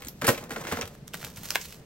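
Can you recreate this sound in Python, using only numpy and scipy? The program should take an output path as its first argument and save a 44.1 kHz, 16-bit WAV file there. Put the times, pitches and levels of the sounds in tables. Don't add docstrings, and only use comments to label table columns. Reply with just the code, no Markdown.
import sys
import numpy as np
from scipy import signal
from scipy.fft import rfft, irfft, next_fast_len
from scipy.io import wavfile
from scipy.ndimage import uniform_filter1d, map_coordinates

SR = 44100
rng = np.random.default_rng(int(sys.argv[2]) if len(sys.argv) > 2 else 0)


def to_wav(s):
    ch = np.atleast_2d(s).T
    pcm = np.round(np.clip(ch, -1, 1) * 32767)
    wavfile.write(sys.argv[1], SR, pcm.astype(np.int16))


def amplitude_ratio(level_db):
    exponent = np.asarray(level_db, float) / 20
    return 10 ** exponent


N = 81585


def unit(x):
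    return x / np.sqrt(np.mean(x ** 2) + 1e-20)


def along(points, hz):
    f, v = np.transpose(points)
    return np.interp(np.log(hz + 1), np.log(f + 1), v)


def wobble(rate):
    knots = rng.standard_normal(int(N * rate / SR) + 4)
    return map_coordinates(knots, [np.arange(N) * rate / SR])


def filtered(x, response):
    m = next_fast_len(x.shape[-1] + 8192)
    spectrum = rfft(x, m) * response(np.fft.rfftfreq(m, 1 / SR))
    return irfft(spectrum, m)[..., :x.shape[-1]]


def peak(f, hz, width):
    return 1j * f * width / (hz * hz - f * f + 1j * f * width + 1e-9)


def evened(x, width_hz):
    z = rfft(x)
    bins = int(width_hz * x.shape[-1] / SR) + 1
    smooth_power = uniform_filter1d(np.abs(z) ** 2, size=bins)
    return irfft(z / np.sqrt(smooth_power + 1e-20), x.shape[-1])


def creases(table, rise_s):
    lead_in_s, lead_in_db = .003, -30
    spike_db = 4
    wide, wide_hz = 0.49, 1500
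    flap, flap_db, flap_lag = .4, -5, 2.5
    out, ahead = np.zeros(N + SR), SR // 50
    t = np.arange(-ahead, SR // 8) / SR
    after = np.maximum(t, 0)
    for s, db, hz, t60, crack_db in table:
        scatter = uniform_filter1d(rng.standard_normal(len(t)), size=9) * 1.5
        clicks = rng.standard_normal(len(t)) * amplitude_ratio(spike_db * scatter)
        shape = amplitude_ratio(-60 * after / max(t60, .002)) * (1 - np.exp(-after / rise_s))
        buckling = evened(clicks * shape, 500) * np.linalg.norm(clicks * shape)
        lead_in = clicks * amplitude_ratio(lead_in_db) * np.exp(-np.abs(t) / lead_in_s)
        give = np.where(t > 0, buckling, lead_in)

        def ring(f):
            sheet = peak(f, hz, wide * np.sqrt(hz * wide_hz))
            late = np.exp(-2j * np.pi * f * flap_lag / hz)
            panel = amplitude_ratio(flap_db) * late * peak(f, flap * hz, flap * hz / 2)
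            crack = amplitude_ratio(crack_db) * peak(f, 2800, 22300)
            return sheet - panel + crack

        burst = filtered(give, ring)
        out[round(s * SR):][:len(t)] += amplitude_ratio(db) * burst / np.abs(burst).max()
    return out[ahead:ahead + N]


def packing_paper():
    # t/s, peak level/dB, sheet pitch f/Hz, t60/s, crack level/dB
    packing = [(.219,-20,1350,0.013,-19),(.231,-26.5,1224,.02,-21),(.243,-16,1730,0.018,-13),(.2475,-18,1500,0.039,-13.5),(.265,-24,2500,0.015,-18),(.278,-8,1290,0.031,-12),(.285,-7,1860,0.026,-5),(.29,-4.5,1255,0.0085,-13),(.295,-19.5,1160,0.033,-28),(.302,-13.5,1420,0.02,10),(.312,-33,2020,0.018,5),(.325,-31,1500,0.026,-8),
               (.344,-29.5,2700,0.032,-22),(.376,-24.5,2340,0.031,-9),(.506,-20.5,1520,0.024,-16),(.515,-26.5,1800,0.068,-10),(.533,-31.5,1800,0.058,1),(.548,-45,1350,0.033,-19),(.5605,-23.5,1610,0.025,-51),(.567,-31,1070,0.013,-33),
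               (.598,-36.5,1730,0.02,-34),(.612,-34,6500,0.027,-8),(.638,-33,2500,.03,-13),(.65,-27.5,1580,0.014,-31),(.669,-23,1890,0.025,-20),(.683,-28.5,1940,0.097,-16),
               (.7,-38,1170,0.051,12),(.713,-23.5,1610,0.12,-19),(.722,-17.5,1170,0.018,-17),(.733,-27,1960,0.046,-18),(.748,-40,1500,0.056,-10),
               (.7697,-22,1500,0.024,-24.5),(.787,-26.5,1060,0.025,-22),(.811,-20,6160,0.016,-25),(.8115,-29,1950,0.0086,-22),(.818,-21.5,2660,0.021,-23),(.827,-27,1440,0.012,-35),(.843,-49,1500,0.12,-12)]
    return creases(packing, .0013)


def box_boom(snaps):
    # f/Hz, width/Hz, level/dB
    cavity = [(123, 140, 2.5), (227.5, 39, 11), (285, 24, 6), (487, 89, 6)]
    boom_db = 9.5

    def modes(f):
        return sum((-1) ** k * amplitude_ratio(db) * peak(f, hz, width) for k, (hz, width, db) in enumerate(cavity))

    return amplitude_ratio(boom_db) * filtered(snaps, modes)


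def loose_edges():
    # t/s, peak level/dB, sheet pitch f/Hz, t60/s, crack level/dB
    edge_ticks = [(0.0064, -36.5, 3230, 0.0035, 4), (0.0203, -29.5, 2320, 0.018, -8),
                  (0.0362, -36, 2290, 0.0083, -18), (0.0482, -28, 8300, 0.006, -15),
                  (0.0585, -37, 2090, 0.015, 23), (0.0691, -29, 7100, 0.02, -13),
                  (0.0833, -22, 13200, 0.013, -50), (0.2142, -24, 1780, 0.028, -5),
                  (0.268, -8, 9600, 0.051, -7), (0.4397, -29, 2590, 0.0037, 29),
                  (0.4946, -30, 1690, 0.0041, 26), (0.855, -28.5, 3450, 0.0048, -4),
                  (0.8758, -31, 2490, 0.011, 13)]
    return creases(edge_ticks, .0007)


def thin_sheet():
    # t/s, peak level/dB, sheet pitch f/Hz, t60/s, crack level/dB
    sheet_folds = [(0.9508, -39.5, 1400, 0.011, -10), (1.0794, -25.5, 6500, 0.0028, -5),
                   (1.1368, -25, 3000, 0.0015, -12), (1.1411, -20.5, 1490, 0.024, -11),
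                   (1.1514, -25.5, 2290, 0.0097, 0), (1.1732, -34, 2100, 0.0071, 14),
                   (1.2136, -35, 1610, 0.035, -15), (1.2284, -28, 1460, 0.008, -19.5),
                   (1.2405, -30, 2040, 0.01, -20), (1.2462, -21, 2870, 0.02, 2),
                   (1.2665, -38, 1540, 0.0052, -15), (1.3597, -40, 6240, 0.014, -19),
                   (1.3708, -31.5, 1620, 0.047, 1), (1.4332, -29, 12300, 0.019, 2),
                   (1.4544, -26, 6430, 0.028, 16), (1.5048, -11.5, 5400, 0.008, -11),
                   (1.511, -30, 1330, 0.06, -10), (1.5474, -21.5, 2900, 0.081, -6),
                   (1.5558, -7, 1890, 0.0052, -23), (1.5635, -29, 1980, 0.017, 7),
                   (1.6129, -26.5, 6040, 0.052, -35), (1.6502, -37.5, 1900, 0.024, -9),
                   (1.724, -31.5, 2670, 0.017, -10), (1.743, -38, 4220, 0.014, 7)]
    thin_hz = 300
    return filtered(creases(sheet_folds, .0007), lambda f: (1j * f / (thin_hz + 1j * f)) ** 2)


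def grains(spectrum):
    grains_a_second, grain_db, clump_db = 7000, 1.8, 2
    struck = rng.random(N) < grains_a_second / SR
    ticks = struck * rng.standard_normal(N) * amplitude_ratio(grain_db * rng.exponential(size=N))
    clumps = amplitude_ratio(clump_db * (wobble(24.21) + wobble(90)))
    return unit(filtered(ticks * clumps, lambda hz: amplitude_ratio(along(spectrum, hz))))


def rustle():
    # t/s, effort level/dB, weight of the paper moved level/dB
    hands = [(0, -60.5, -2.5), (.1, -73, 10.5), (.19, -67, -22), (0.303, -40, -11), (0.401, -54.5, 3.5),
             (0.483, -65, 5.5), (0.531, -53, 3), (0.741, -50, -4), (.86, -64.5, 7), (.93, -59.5, -6),
             (1.06, -95, 8), (1.16, -57, -6), (1.271, -46.5, -14), (1.342, -59.5, -13), (1.45, -50, -13),
             (1.6, -48, -18), (1.721, -55.5, -16.5), (1.85, -78, 4)]
    # f/Hz, level/dB per Hz
    crisp = [(290, -61), (500, -59), (614, -16), (1090, 2), (5840, 9), (10600, 3.5), (12100, 3.5),
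             (15800, 4), (16500, -35)]
    # f/Hz, level/dB per Hz
    heavy = [(71, 1), (120, 8), (393, 6.5), (504, 14.5), (618, 8), (1630, 3), (2640, -5.5), (5000, -48),
             (6500, -57), (11000, -120)]
    crisp_db, heavy_db = 3.5, 7
    s, effort, weight = np.transpose(hands)
    t = np.arange(N) / SR
    effort_db, weight_db = np.interp(t, s, effort), np.interp(t, s, weight)
    fine = amplitude_ratio(crisp_db) * grains(crisp)
    stiff = amplitude_ratio(heavy_db + weight_db) * grains(heavy)
    return amplitude_ratio(effort_db) * (fine + stiff)


def bumps():
    # t/s, peak level/dB, pitch f/Hz
    thuds = [(0.04, -45.5, 61.6), (0.068, -37, 255), (0.238, -27, 213), (0.285, -22.5, 126),
             (.246, -32, 280), (.51, -61, 398), (0.567, -29, 486), (.7225, -24, 527), (1.142, -36, 640),
             (1.5572, -20.5, 718), (0.725, -33, 92), (0.743, -42, 236), (0.834, -39, 93),
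             (1.024, -42.5, 148), (1.234, -41, 131), (1.373, -42.5, 105), (1.772, -51, 170)]
    cycles = 2.37
    out = np.zeros(N + SR)
    for s, db, hz in thuds:
        u = np.arange(int(cycles * 3 * SR / hz)) * hz / SR / cycles
        swell = 3 * u * np.exp(1 - 3 * u)
        out[round(s * SR):][:len(u)] += amplitude_ratio(db) * swell * np.sin(2 * np.pi * cycles * u * (1 - 0.01 * u))
    return out[:N]


def placed(x, lead_s, pan_db, shadow_db):
    # f/Hz, side level/dB
    shadow = [(300, -21), (1500, -40), (3000, -10.5), (8000, -5), (15000, 7.5)]
    shadow_s = .00013
    blur_hz = 2000
    ports = np.array([[1], [-1]])

    def reach(hz):
        lead = np.exp(1j * np.pi * hz * lead_s * ports / np.hypot(1, hz / blur_hz))
        differ = amplitude_ratio(along(shadow, hz) + shadow_db) * np.exp(-2j * np.pi * hz * shadow_s) * 1j
        return lead + ports * differ

    return filtered(x * amplitude_ratio(pan_db / 2 * ports), reach)


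def spread(pair):
    # f/Hz, left-right likeness
    alike = [(100, 0.95), (400, 0.65), (1500, 0.25), (4000, 0.012)]

    def turned(hz):
        turn = np.arccos(np.clip(along(alike, hz), -1, 1)) / 2
        return np.array([np.cos(turn), np.sin(turn)])

    mid, side = filtered(pair, turned)
    return np.array([mid + side, mid - side])


def room(x):
    # f/Hz, t60/s
    decay = [(200, 0.195), (2000, 0.15), (10000, 0.16)]
    tail_db, wall_s, wall_db = -7.5, .0085, -13
    out, step = np.zeros((2, N + SR)), SR // 5
    fade = amplitude_ratio(-60 * np.arange(SR // 3) / SR / 0.18)
    for k in range(0, N, step):
        noise = evened(rng.standard_normal((2, SR // 3)) * fade, 138)
        hz, t, z = signal.stft(noise, SR, nperseg=256)
        z = z * amplitude_ratio(-60 * t * (1 / along(decay, hz)[:, None] - 1 / 0.178))
        tail = signal.istft(z, SR, nperseg=256)[1]
        wet = signal.fftconvolve(x[None, k:k + step], tail / np.linalg.norm(tail[0]), axes=1)
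        out[:, k + 130:k + 130 + wet.shape[1]] += wet
    wall = np.pad(x, (round(wall_s * SR), 0))[:N]
    return amplitude_ratio(tail_db) * spread(out[:, :N]) + amplitude_ratio(wall_db) * wall


def air():
    # f/Hz, level/dB per Hz
    tone_color = [(20, -9), (40, -2), (200, -6.5), (330, -14), (500, -10.5), (900, -20), (5000, -27),
                  (16500, -37.5)]
    # f/Hz, width/Hz, level/dB
    fan = [(69, 42, -63), (155.8, 110, -53.5), (309, 270, -65.5)]
    # f/Hz, level/dB
    motor = [(182, -67), (392, -71), (441, -66)]
    tone_db, swell_db = -54.5, 1.5
    tone = unit(filtered(spread(rng.standard_normal((2, N))), lambda hz: amplitude_ratio(along(tone_color, hz))))
    hums = np.zeros(N)
    for hz, width, db in fan:
        rumble = unit(filtered(rng.standard_normal(N), lambda f: peak(f, hz, width) ** 2))
        hums += amplitude_ratio(db + swell_db * wobble(7.24)) * rumble
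    for hz, db in motor:
        phase = 2 * np.pi * np.cumsum(hz + 2 * wobble(8)) / SR
        hums += amplitude_ratio(db + 2 * wobble(3)) * np.sin(phase)
    return amplitude_ratio(tone_db + 0.54 * wobble(7.0)) * tone + hums


def scene():
    box_out_s = 0.94
    sheet_dry_db = -2
    inside = 1 / (1 + np.exp((np.arange(N) / SR - box_out_s) / .02))
    bed, snaps = rustle(), packing_paper()
    boxed = loose_edges() + snaps + box_boom(snaps) + inside * bed
    front = thin_sheet() + (1 - inside) * bed
    direct = placed(boxed, .00015, -.5, -12) + placed(front, 0, -1.2, 0)
    return direct + room(boxed + amplitude_ratio(sheet_dry_db) * front) + bumps() + air()


def starved(x):
    # from f/Hz, to f/Hz, share of frames, part (0 mid, 1 side)
    weak_bands = [(10100, 11000, .35, 0), (13700, 15000, .55, 0), (15900, 16800, .88, 0),
                  (11900, 12900, .6, 1), (15300, 16800, .8, 1)]
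    # f/Hz, level/dB
    side_comb = [(5000, 0), (7000, 2), (9000, -3), (10500, 5), (12400, -9), (14200, 4), (15200, 2),
                 (15700, -10)]
    hz, _, z = signal.stft(np.array([x[0] + x[1], x[0] - x[1]]) / 2, SR, nperseg=1024)
    z[1] *= amplitude_ratio(along(side_comb, hz))[:, None]
    power = np.abs(z) ** 2
    whole = power[:, hz > 1000].sum((0, 1))
    for lo, hi, share, part in weak_bands:
        band = (hz > lo) & (hz < hi)
        margin = np.log(power[part, band].sum(0) ** 0.83 / whole + 1e-30)
        margin = uniform_filter1d(margin, size=2)
        margin = margin - .9 * uniform_filter1d(margin, size=15)
        z[part, band] *= margin > np.quantile(margin, share)
    mid, side = signal.istft(z, SR, nperseg=1024)[1][:, :N]
    return np.array([mid + side, mid - side])


def band_limit(x):
    return signal.sosfilt(signal.butter(12, 16800, fs=SR, output="sos"), x)


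def record(dry):
    # f/Hz, level/dB
    mic = [(60, 1.5), (3000, 1), (7000, -1), (9000, -0.5), (10500, -4.5), (12500, 5), (14200, -10.5),
           (15700, 0.5)]
    ceiling = .6
    top_hz, top_db, end_hz = 15900, -12, 16700

    def color(hz):
        return amplitude_ratio(along(mic, hz)) * amplitude_ratio(top_db * (hz > top_hz)) * (hz < end_hz)

    mix = starved(filtered(ceiling * np.tanh(dry / ceiling), color))
    return band_limit(mix)


dry = scene()
out = record(dry)
to_wav(out)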